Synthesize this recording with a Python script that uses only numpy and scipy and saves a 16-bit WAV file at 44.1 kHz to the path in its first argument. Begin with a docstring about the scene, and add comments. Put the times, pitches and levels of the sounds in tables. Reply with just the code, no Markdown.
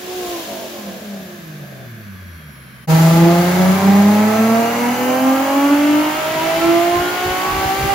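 """An engine burbles down, throttle closed, while gears whine and tyres whirr: a supercharged six-cylinder
car on a roller dyno in a workshop, heard beside the rear wheel. Then, from the front, a full-throttle
pull: the exhaust note (multiples of the firing rate) climbs through the room's standing waves, unequal
cylinders snarl, the intake hisses and the supercharger's blades whistle. Moving air thumps on the mic."""
import sys
import numpy as np
from scipy import signal
from scipy.fft import rfft, irfft, next_fast_len
from scipy.io import wavfile
from scipy.ndimage import map_coordinates

SR = 44100
rng = np.random.default_rng(int(sys.argv[2]) if len(sys.argv) > 2 else 0)


def log_audio(samples):
    """Write samples as a 16-bit WAV file to the path given in sys.argv[1]."""
    # one column per channel
    frames = np.atleast_2d(samples).T
    # limit to full scale, then quantise
    limited = np.clip(frames, -1, 1)
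    pcm = np.round(limited * 32767).astype(np.int16)
    wavfile.write(sys.argv[1], SR, pcm)


N = 350154
CUT_S = 2.866  # rear wheel -> front
REF_HZ = 300  # firing rate at which per-octave slopes are zero

# Left-right likeness of the mic ports, opposite near 9 kHz: f/Hz, correlation (clipped to +-1)
PORT_CORRELATION = [(150, 0.97), (350, 0.53), (700, 0.42), (1400, 0.071), (2800, 0.13), (5000, 0.29),
                    (7000, -0.12), (8800, -1.44), (10500, -0.15), (12500, 1)]
# Room decay: f/Hz, T60/s
ROOM_T60_S = [(100, 0.46), (1000, 0.43), (10000, 0.11)]
# Reverberant share of the note, from crowded modes: f/Hz, level/dB
MODE_RIPPLE_DB = [(300, -26), (600, -13), (900, -7.5), (1500, -5)]
# Standing waves at each viewpoint: f/Hz, sigma/Hz, gain/dB
COAST_MODES = [(151, 7, 5), (175, 6, -10), (197, 11.3, 11), (277, 13, -12), (358, 15, 8), (690, 45, 9),
               (1045, 25, 12)]
PULL_MODES = [(176.5, 3.4, -5), (191.8, 2, -7), (202, 6, 3), (217, 2, -4), (234.5, 3.5, -10.4),
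              (247.3, 1, -12), (264, 3.2, 8), (274, 1.7, -6), (292.5, 11.5, 13), (313, 4, -14.5),
              (328.5, 1.5, -7), (335.5, 4.5, 9), (347, 9, 9), (360, 1.2, -11), (364, 2, 4), (370, 1.5, -10),
              (487, 4, -10), (654, 5, 4), (698, 7, 4), (711, 2.5, -18), (748, 4, -7), (766, 5, 8.5),
              (788, 5, 8), (835, 7, 8.5), (864, 6, 4), (884, 6, -10), (963, 5, 11), (992, 7, -8),
              (1054, 7.5, 11.5), (1126, 14, 9), (1185, 10, 8), (1268, 14, -9), (1344, 12, 11),
              (1425, 12, 5), (1465, 9, 4), (1525, 8, 5), (1990, 25, 4), (2145, 20, 5), (2400, 35, -3),
              (2830, 20, 3), (3270, 30, 4)]
# Their depth for sources spread over the car: f/Hz, share
MODE_SHARE = [(400, .15), (850, .55), (1400, .35), (2100, .9)]
# Noise shapes of workshop and gusts: f/Hz, density/dB
SHOP_SHAPE_DB = [(30, -64), (70, -7), (130, -11), (210, -1.5), (290, -16), (480, -18.5), (800, -31),
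                 (1150, -15), (1400, -17), (2200, -15.5), (3000, -23.5), (4400, -26.5), (7000, -35.5),
                 (11000, -27), (15500, -34)]
GUST_SHAPE_DB = [(15, -21), (45, 4), (110, 5), (200, -2.5), (400, -9), (1000, -68)]
# Swells of gusts and intake whistle: t/s, sigma/s, level/dB
GUST_SWELLS = [(.3, 0.052, -45), (2.96, 0.045, -33), (3.2, 0.08, -37), (6.648, 0.049, -37),
               (6.984, 0.027, -29), (7.287, 0.026, -28), (7.56, 0.049, -28.5), (7.673, 0.015, -27),
               (7.862, 0.047, -23.5)]
WHISTLE_SWELLS = [(4.65, 0.78, -44.5)]

# Tread pattern: multiple of wheel rate, level/dB
TREAD_DB = [(12, -80), (20, -72), (30, -76), (40, -62), (54, -62), (57, -58.5), (67, -60.5), (76, -66),
            (84, -54), (88, -60), (92, -53), (105, -70)]
# Roller ring: f/Hz, density/dB
ROLLER_SHAPE_DB = [(1000, -14), (1400, -13), (1520, 3), (1720, 4.5), (1900, -19), (2600, -28)]
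# Gear mesh rate: t/s, f/Hz
MESH_HZ = [(.6, 6500), (1.2, 6470), (1.6, 6290), (2, 6010), (2.4, 5690), (2.86, 5350)]
# Gear whine: t/s, level/dB
WHINE_DB = [(.6, -67), (1.2, -61), (2, -62), (2.86, -61.5)]
# Its partials: multiple of mesh rate, gain/dB
WHINE_PARTIALS_DB = [(.573, 0), (.747, -5), (1, -2.5), (1.8, -5), (2, 3.5)]
# Supercharger drive: t/s, blade passes per firing
BLADE_RATIO = [(3.6, 28.3), (4.7, 28.1), (5.2, 27.97), (5.8, 27.87), (7, 27.6), (7.94, 26.9)]
# Blade tone through the intake: f/Hz, level/dB
BLADE_DB = [(5300, -68), (7200, -58), (8000, -51), (9300, -52), (10200, -56), (10600, -48), (11200, -55),
            (12000, -49), (13300, -48), (13900, -44), (14800, -43.5), (15700, -51)]
# Noise shapes of intake hiss and exhaust gas: f/Hz, density/dB
COAST_HISS_SHAPE_DB = [(30, -19), (100, -24), (300, 11.5), (700, 5), (1300, 1), (2300, 2), (3000, 4.5),
                       (5000, 0), (7000, 0), (9000, -1), (12000, -6.5), (14500, -5), (16000, -6)]
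PULL_HISS_SHAPE_DB = [(300, -16), (1500, -27), (3000, -4.5), (4200, 5), (5200, 4.5), (5600, 0.5),
                      (6000, 5.5), (6800, 6.5), (9000, 6), (12800, 0), (14400, 2.5), (16000, 2)]
COAST_GAS_SHAPE_DB = [(60, -50), (350, -32), (560, 6), (780, -3), (950, -27), (2000, -50)]
PULL_GAS_SHAPE_DB = [(40, -20), (120, -6.5), (300, -4.5), (700, -7), (1200, -9.5), (2200, -6),
                     (3200, -11.5), (5000, -16.5), (9000, -31)]
# Under load, intake hiss (opening surge) and gas roar: t/s, level/dB
HISS_DB = [(2.92, -25.5), (3.18, -26.3), (3.24, -30), (3.45, -28), (3.8, -29.5), (6.35, -31), (6.65, -29.5),
           (6.9, -31), (7.94, -29)]
ROAR_DB = [(3.2, -25), (4.7, -29.5), (5.2, -33.5), (5.35, -31.5), (5.6, -31.5), (6.4, -26), (6.65, -24.5),
           (6.9, -27), (7.94, -25)]

# Firing rate: t/s, f/Hz
COAST_FIRING_HZ = [(0, 362.3), (0.17, 366.3), (0.33, 347.8), (0.66, 278.6), (1, 216.5), (1.5, 156.1),
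                   (2.1, 98.3), (2.62, 65.4), (2.86, 63.0)]
PULL_FIRING_HZ = [(2.87, 158.4), (3.15, 165.5), (3.48, 177.0), (4.5, 224.8), (4.78, 237.0), (5.3, 263.9),
                  (5.65, 282.6), (6.9, 346.9), (7.78, 388.8), (7.94, 395.1)]
# Pipe response for cylinder lines: f/Hz, gain/dB
COAST_PIPE_DB = [(50, -64), (110, -55), (150, -46), (200, -45), (270, -44.5), (380, -46), (480, -47),
                 (570, -42), (690, -50), (790, -50.5), (900, -57), (1150, -59), (1600, -63)]
PULL_PIPE_DB = [(50, -29), (100, -5), (150, -1.5), (210, 0), (300, -1), (520, 1), (700, 6), (850, 5),
                (1050, 3), (1350, 3.5), (1700, 1.5), (2200, 2), (2900, 2.5), (3300, 1), (3700, -6)]
# Lines 0, 1/6 .. 5/6 above each firing multiple: gain at low multiples/dB, at high multiples/dB
COAST_UNEVEN_DB = [(-2, 0), (3, 3), (3, 2), (-4, -3), (-7, -6), (-1, -3)]
PULL_UNEVEN_DB = [(8, 2), (2, 5), (-1, 2), (1.5, -4), (-6, -6), (0, -3)]
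# Banks cancel or reinforce lines at 2/6, 3/6 .. of the firing rate: gain/dB
COAST_BANKS_DB = [-12, -9, 0, 2, 0, -1, 2.5, 3.5, -2]
PULL_BANKS_DB = [-6, -7.5, -1.5, 3.5, 0, 0, -3]
# Cylinder lines under load: firing rate/Hz, gain/dB
SNARL_DB = [(160, -42.5), (260, -42.7), (330, -43.3), (390, -46)]
# Overrun rasp, dropping abruptly: t/s, gain/dB
RASP_DB = [(0, -5), (.43, -5), (.49, 0), (.85, -1), (1.15, -1), (1.3, -2), (1.38, -8), (1.6, -4), (1.72, 2),
           (1.84, -1), (1.9, -11)]
# Last push of throttle, then it snaps shut: t/s, note gain/dB
THROTTLE_DB = [(0, -7), (.05, 0), (.18, 7), (.415, 6), (.44, -2.5), (1, 0)]
# Exhaust note, all multiples: f/Hz, level/dB
COAST_NOTE_DB = [(63, -56), (85, -37), (130, -38), (230, -42.5), (330, -39.5), (400, -41.5), (500, -45),
                 (700, -41), (1100, -47)]
PULL_NOTE_DB = [(160, -10.4), (220, -13.8), (300, -25), (370, -28.5), (420, -25.3), (540, -24.5),
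                (615, -29), (675, -21.5), (730, -26), (900, -32), (1600, -36.5)]
# Firing multiples 1, 2 ..: gain/dB, slope/(dB per octave of speed)
COAST_ORDERS_DB = [(0, 0), (-7, -.3), (-12, 4)]
PULL_ORDERS_DB = [(-.8, -2), (1.1, 2), (-.8, 1), (-2, 0), (-6, -2.5)]


def amp(db):
    """dB to gain."""
    return 10 ** (np.asarray(db) / 20)


def unit(x):
    """Scale to rms 1."""
    return x / np.sqrt(np.mean(x ** 2) + 1e-20)


def along(points, hz):
    """Interpolate (f, value) points on a log axis."""
    f, values = np.transpose(points)
    return np.interp(np.log(hz + 1), np.log(f + 1), values)


def curve(points):
    """Interpolate (t, value) points per sample."""
    return np.interp(np.arange(N) / SR, *np.transpose(points))


def bells(rows, x):
    """One Gaussian of height 1 per (centre, sigma, dB) row."""
    return [np.exp(-.5 * ((x - centre) / sigma) ** 2) for centre, sigma, _ in rows]


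def swells(rows):
    """Gain over time of Gaussian swells."""
    return sum(amp(row[2]) * bell for row, bell in zip(rows, bells(rows, np.arange(N) / SR)))


def wobble(rate_hz):
    """Smooth random curve, rate_hz knots a second."""
    coarse = np.arange(0, N + 64, 64)
    knots = rng.standard_normal(4096)
    return np.interp(np.arange(N), coarse, map_coordinates(knots, [coarse * rate_hz / SR], mode="wrap"))


def angle(hz):
    """Running phase/rad."""
    return 2 * np.pi * np.cumsum(hz) / SR


def tone(phase):
    """Sine, rms 1, random start."""
    return np.sqrt(2) * np.sin(phase + rng.uniform(0, 2 * np.pi))


def filtered(x, response):
    """Apply a zero-phase frequency response."""
    size = next_fast_len(N + SR // 2)
    return irfft(rfft(x, size) * response(np.fft.rfftfreq(size, 1 / SR)), size)[..., :N]


def ports(pair):
    """Two unrelated signals to left and right, correlated as at the mic ports."""
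    turn = lambda hz: np.arccos(np.clip(along(PORT_CORRELATION, hz), -1, 1)) / 2
    mid, side = filtered(pair, lambda hz: np.array([np.cos(turn(hz)), np.sin(turn(hz))]))
    return np.array([mid + side, mid - side])


def rush(shape_db):
    """Shaped stereo noise, rms 1."""
    return unit(ports(filtered(rng.standard_normal((2, N)), lambda hz: amp(along(shape_db, hz)))))


def room(x):
    """Diffuse reverberation at two points; treble dies first."""
    hz, t, noise = signal.stft(rng.standard_normal((2, SR // 2)), SR, nperseg=256)
    decay = amp(-60 * t / along(ROOM_T60_S, hz)[:, None])
    tail = signal.istft(noise * decay, SR, nperseg=256)[1]
    return signal.fftconvolve(x[None], tail / np.linalg.norm(tail[0]), axes=1)[:, :N]


def standing_waves_db(modes, hz):
    """Room modes swell or dip a tone at hz."""
    grid_hz = np.arange(SR // 2)
    return np.interp(hz, grid_hz, sum(row[2] * bell for row, bell in zip(modes, bells(modes, grid_hz))))


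def workshop():
    """Steady background noise."""
    return amp(-42.5) * rush(SHOP_SHAPE_DB)


def buffeting():
    """Moving air thumps on the mic."""
    return swells(GUST_SWELLS) * rush(GUST_SHAPE_DB)


def tyre(turns, size=4096, count=110):
    """Uneven tread blocks hit the roller in the same order each turn: close lines."""
    lines = amp(along(TREAD_DB, np.arange(count))) * np.exp(2j * np.pi * rng.random(count))
    one_turn = irfft(lines, size) * size / np.sqrt(2)
    return np.interp(turns % 1, np.arange(size) / size, one_turn)


def drivetrain(meshes_per_turn=226):
    """Gear whine and tyre whirr fall as the wheels coast on the ringing roller."""
    hz, whine_db = curve(MESH_HZ), curve(WHINE_DB)
    mesh = angle(hz * (1 + .004 * wobble(200)))
    whine = sum(amp(whine_db + db + 3 * wobble(17)) * tone(k * mesh) for k, db in WHINE_PARTIALS_DB)
    turns = mesh / (2 * np.pi * meshes_per_turn)
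    tyres = ports(np.array([tyre(turns), tyre(turns)]))
    whirr = filtered(tyres, lambda f: amp(along(ROLLER_SHAPE_DB, f) / 2))
    ring = amp(-53) * rush(ROLLER_SHAPE_DB)
    slowing = amp(5 * np.log2(hz / hz[0]))
    return whine + slowing * (whirr + ring)


def supercharger(duct_hz=6110, half_width_hz=70):
    """Blade tone and octave follow the engine, less belt slip; turbulence rings one duct resonance."""
    blade_hz = curve(PULL_FIRING_HZ) * curve(BLADE_RATIO)
    phase = angle(blade_hz * (1 + .003 * wobble(300)))
    blades = lambda: sum(amp(along(BLADE_DB, k * blade_hz)) * tone(k * phase) for k in (1, 2))
    whine = np.array([amp(2.8 * wobble(16)) * blades() for _ in range(2)])
    duct = filtered(rng.standard_normal(N), lambda f: 1 / (1 + ((f - duct_hz) / half_width_hz) ** 2))
    return ports(whine) + swells(WHISTLE_SWELLS) * unit(duct)


def crank(hz, jitter_rad, jitter_hz):
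    """Firing phase; no two combustions push alike."""
    return angle(hz) + jitter_rad * wobble(jitter_hz)


def gas_flow(firing, shape_db, depth, lope):
    """Gas noise: one puff per firing, one lope per six."""
    return rush(shape_db) * unit(1 + depth * np.cos(firing) + lope * np.cos(firing / 6))


def bank_throb(firing, hz, pipe_hz=101, half_width_hz=14):
    """One bank, at half the firing rate, booms in a pipe resonance."""
    return amp(-32) / (1 + ((hz / 2 - pipe_hz) / half_width_hz) ** 2) * tone(firing / 2)


def cylinders(firing, hz, pipe_db, uneven_db, banks_db, skip_orders, fade_db, rough_rad, wet_db, count):
    """Six unequal cylinders repeat every sixth firing: lines 1/6 of the firing rate apart."""
    lines = np.zeros(N)
    for k in range(2, count):
        whole, sixth = divmod(k, 6)
        if sixth == 0 and whole <= skip_orders:  # left to exhaust_note
            continue
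        order = k / 6
        scatter = rough_rad * order * wobble(70)  # timing differences smear high orders into a rasp
        db = along(pipe_db, order * hz) - 1.1 * order
        db += np.interp(order, [4.5, 8], uneven_db[sixth])
        db += banks_db[k - 2] if k - 2 < len(banks_db) else 0
        lines += amp(db + fade_db * wobble(4.1)) * tone(order * firing + scatter)
    return lines + amp(wet_db) * ports(room(lines))


def exhaust_note(firing, hz, note_db, orders_db, modes, flutter_db, waver_rad, spread=.16):
    """Clean low firing multiples glide through the room modes, slightly unlike at each port."""
    mid, side = np.zeros((2, N))
    for k, (own_db, db_per_octave) in enumerate(orders_db, 1):
        db = own_db + db_per_octave * np.log2(hz / REF_HZ)
        db += along(note_db, k * hz) + standing_waves_db(modes, k * hz)
        gain = amp(db + flutter_db * wobble(40))
        mid += gain * tone(k * firing + waver_rad * (k - 1) * wobble(30))
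        side += gain * spread * np.sqrt(k) * wobble(7.2) * tone(k * firing)
    ripple = filtered(ports(room(mid)), lambda f: amp(along(MODE_RIPPLE_DB, f)))
    return np.array([mid + side, mid - side]) + ripple


def engine_coast(build_db=5.5, build_s=.31, sputter_db=2.5, rasp_above_hz=270):
    """Throttle closes: the note falls, uneven firing burbles, intake hiss fades with speed."""
    hz = curve(COAST_FIRING_HZ)
    octaves = np.log2(hz / REF_HZ)
    onset_db = -build_db * np.clip(1 - np.arange(N) / SR / build_s, 0, 1)
    lines_db = .8 + 10 * octaves + onset_db
    hiss_db = -31.5 + 12.5 * octaves + onset_db
    firing = crank(hz, jitter_rad=.063, jitter_hz=73)
    note = exhaust_note(firing, hz, COAST_NOTE_DB, COAST_ORDERS_DB, COAST_MODES,
                        flutter_db=1.8, waver_rad=.2)
    lines = cylinders(firing, hz, COAST_PIPE_DB, COAST_UNEVEN_DB, COAST_BANKS_DB,
                      skip_orders=2, fade_db=3, rough_rad=.09, wet_db=-7, count=42)
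    lines = filtered(lines, lambda f: amp(standing_waves_db(COAST_MODES, f)))
    burble = amp(lines_db + sputter_db * wobble(26)) * lines
    boom = filtered(burble, lambda f: 1 / (1 + (f / rasp_above_hz) ** 8))
    gas = amp(-46.5) * gas_flow(firing, COAST_GAS_SHAPE_DB, depth=.34, lope=.7)
    rasp = amp(curve(RASP_DB)) * (burble - boom + gas)
    hiss = amp(hiss_db) * gas_flow(firing, COAST_HISS_SHAPE_DB, depth=.1, lope=.049)
    return amp(curve(THROTTLE_DB)) * note + boom + rasp + hiss


def engine_pull():
    """Full throttle: climbing note, cylinder snarl, pulsing gas roar, intake hiss."""
    hz = curve(PULL_FIRING_HZ)
    hiss_db = curve(HISS_DB) + .3 * wobble(14)
    firing = crank(hz, jitter_rad=.04, jitter_hz=46)
    note = exhaust_note(firing, hz, PULL_NOTE_DB, PULL_ORDERS_DB, PULL_MODES,
                        flutter_db=1.5, waver_rad=.12)
    throb = bank_throb(firing, hz)
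    lines = cylinders(firing, hz, PULL_PIPE_DB, PULL_UNEVEN_DB, PULL_BANKS_DB,
                      skip_orders=5, fade_db=2.5, rough_rad=.06, wet_db=-2, count=78)
    snarl = amp(along(SNARL_DB, hz)) * lines
    roar = amp(curve(ROAR_DB)) * gas_flow(firing, PULL_GAS_SHAPE_DB, depth=.2, lope=.08)
    hiss = amp(hiss_db) * gas_flow(firing, PULL_HISS_SHAPE_DB, depth=.05, lope=.064)
    mode_gain = lambda f: amp(along(MODE_SHARE, f) * standing_waves_db(PULL_MODES, f))
    return note + throb + filtered(snarl + roar, mode_gain) + hiss


def scene():
    """Rear viewpoint ends abruptly; front fades in fast."""
    t = np.arange(N) / SR
    rear_gain = np.clip((CUT_S - t) / .025, 0, 1)
    front_gain = np.clip((t - CUT_S - .006) / .033, 0, 1)
    rear = engine_coast() + workshop() + drivetrain()
    front = engine_pull() + supercharger()
    return rear_gain * rear + front_gain * front + buffeting()


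def record(dry):
    """Ports differ slightly in colour; peaks round off; the band ends steeply."""
    lean_db = lambda hz: along([(150, 0.5), (700, -3.0), (1500, -0.5), (5500, 3.0), (10000, -0.5)], hz)
    coloured = filtered(dry, lambda hz: amp(np.array([lean_db(hz), -lean_db(hz)]) / 2))
    rounded = coloured / (1 + np.abs(coloured) ** 8) ** (1 / 8)
    return filtered(rounded, lambda hz: hz < 15780)


dry = scene()
out = record(dry)
log_audio(out)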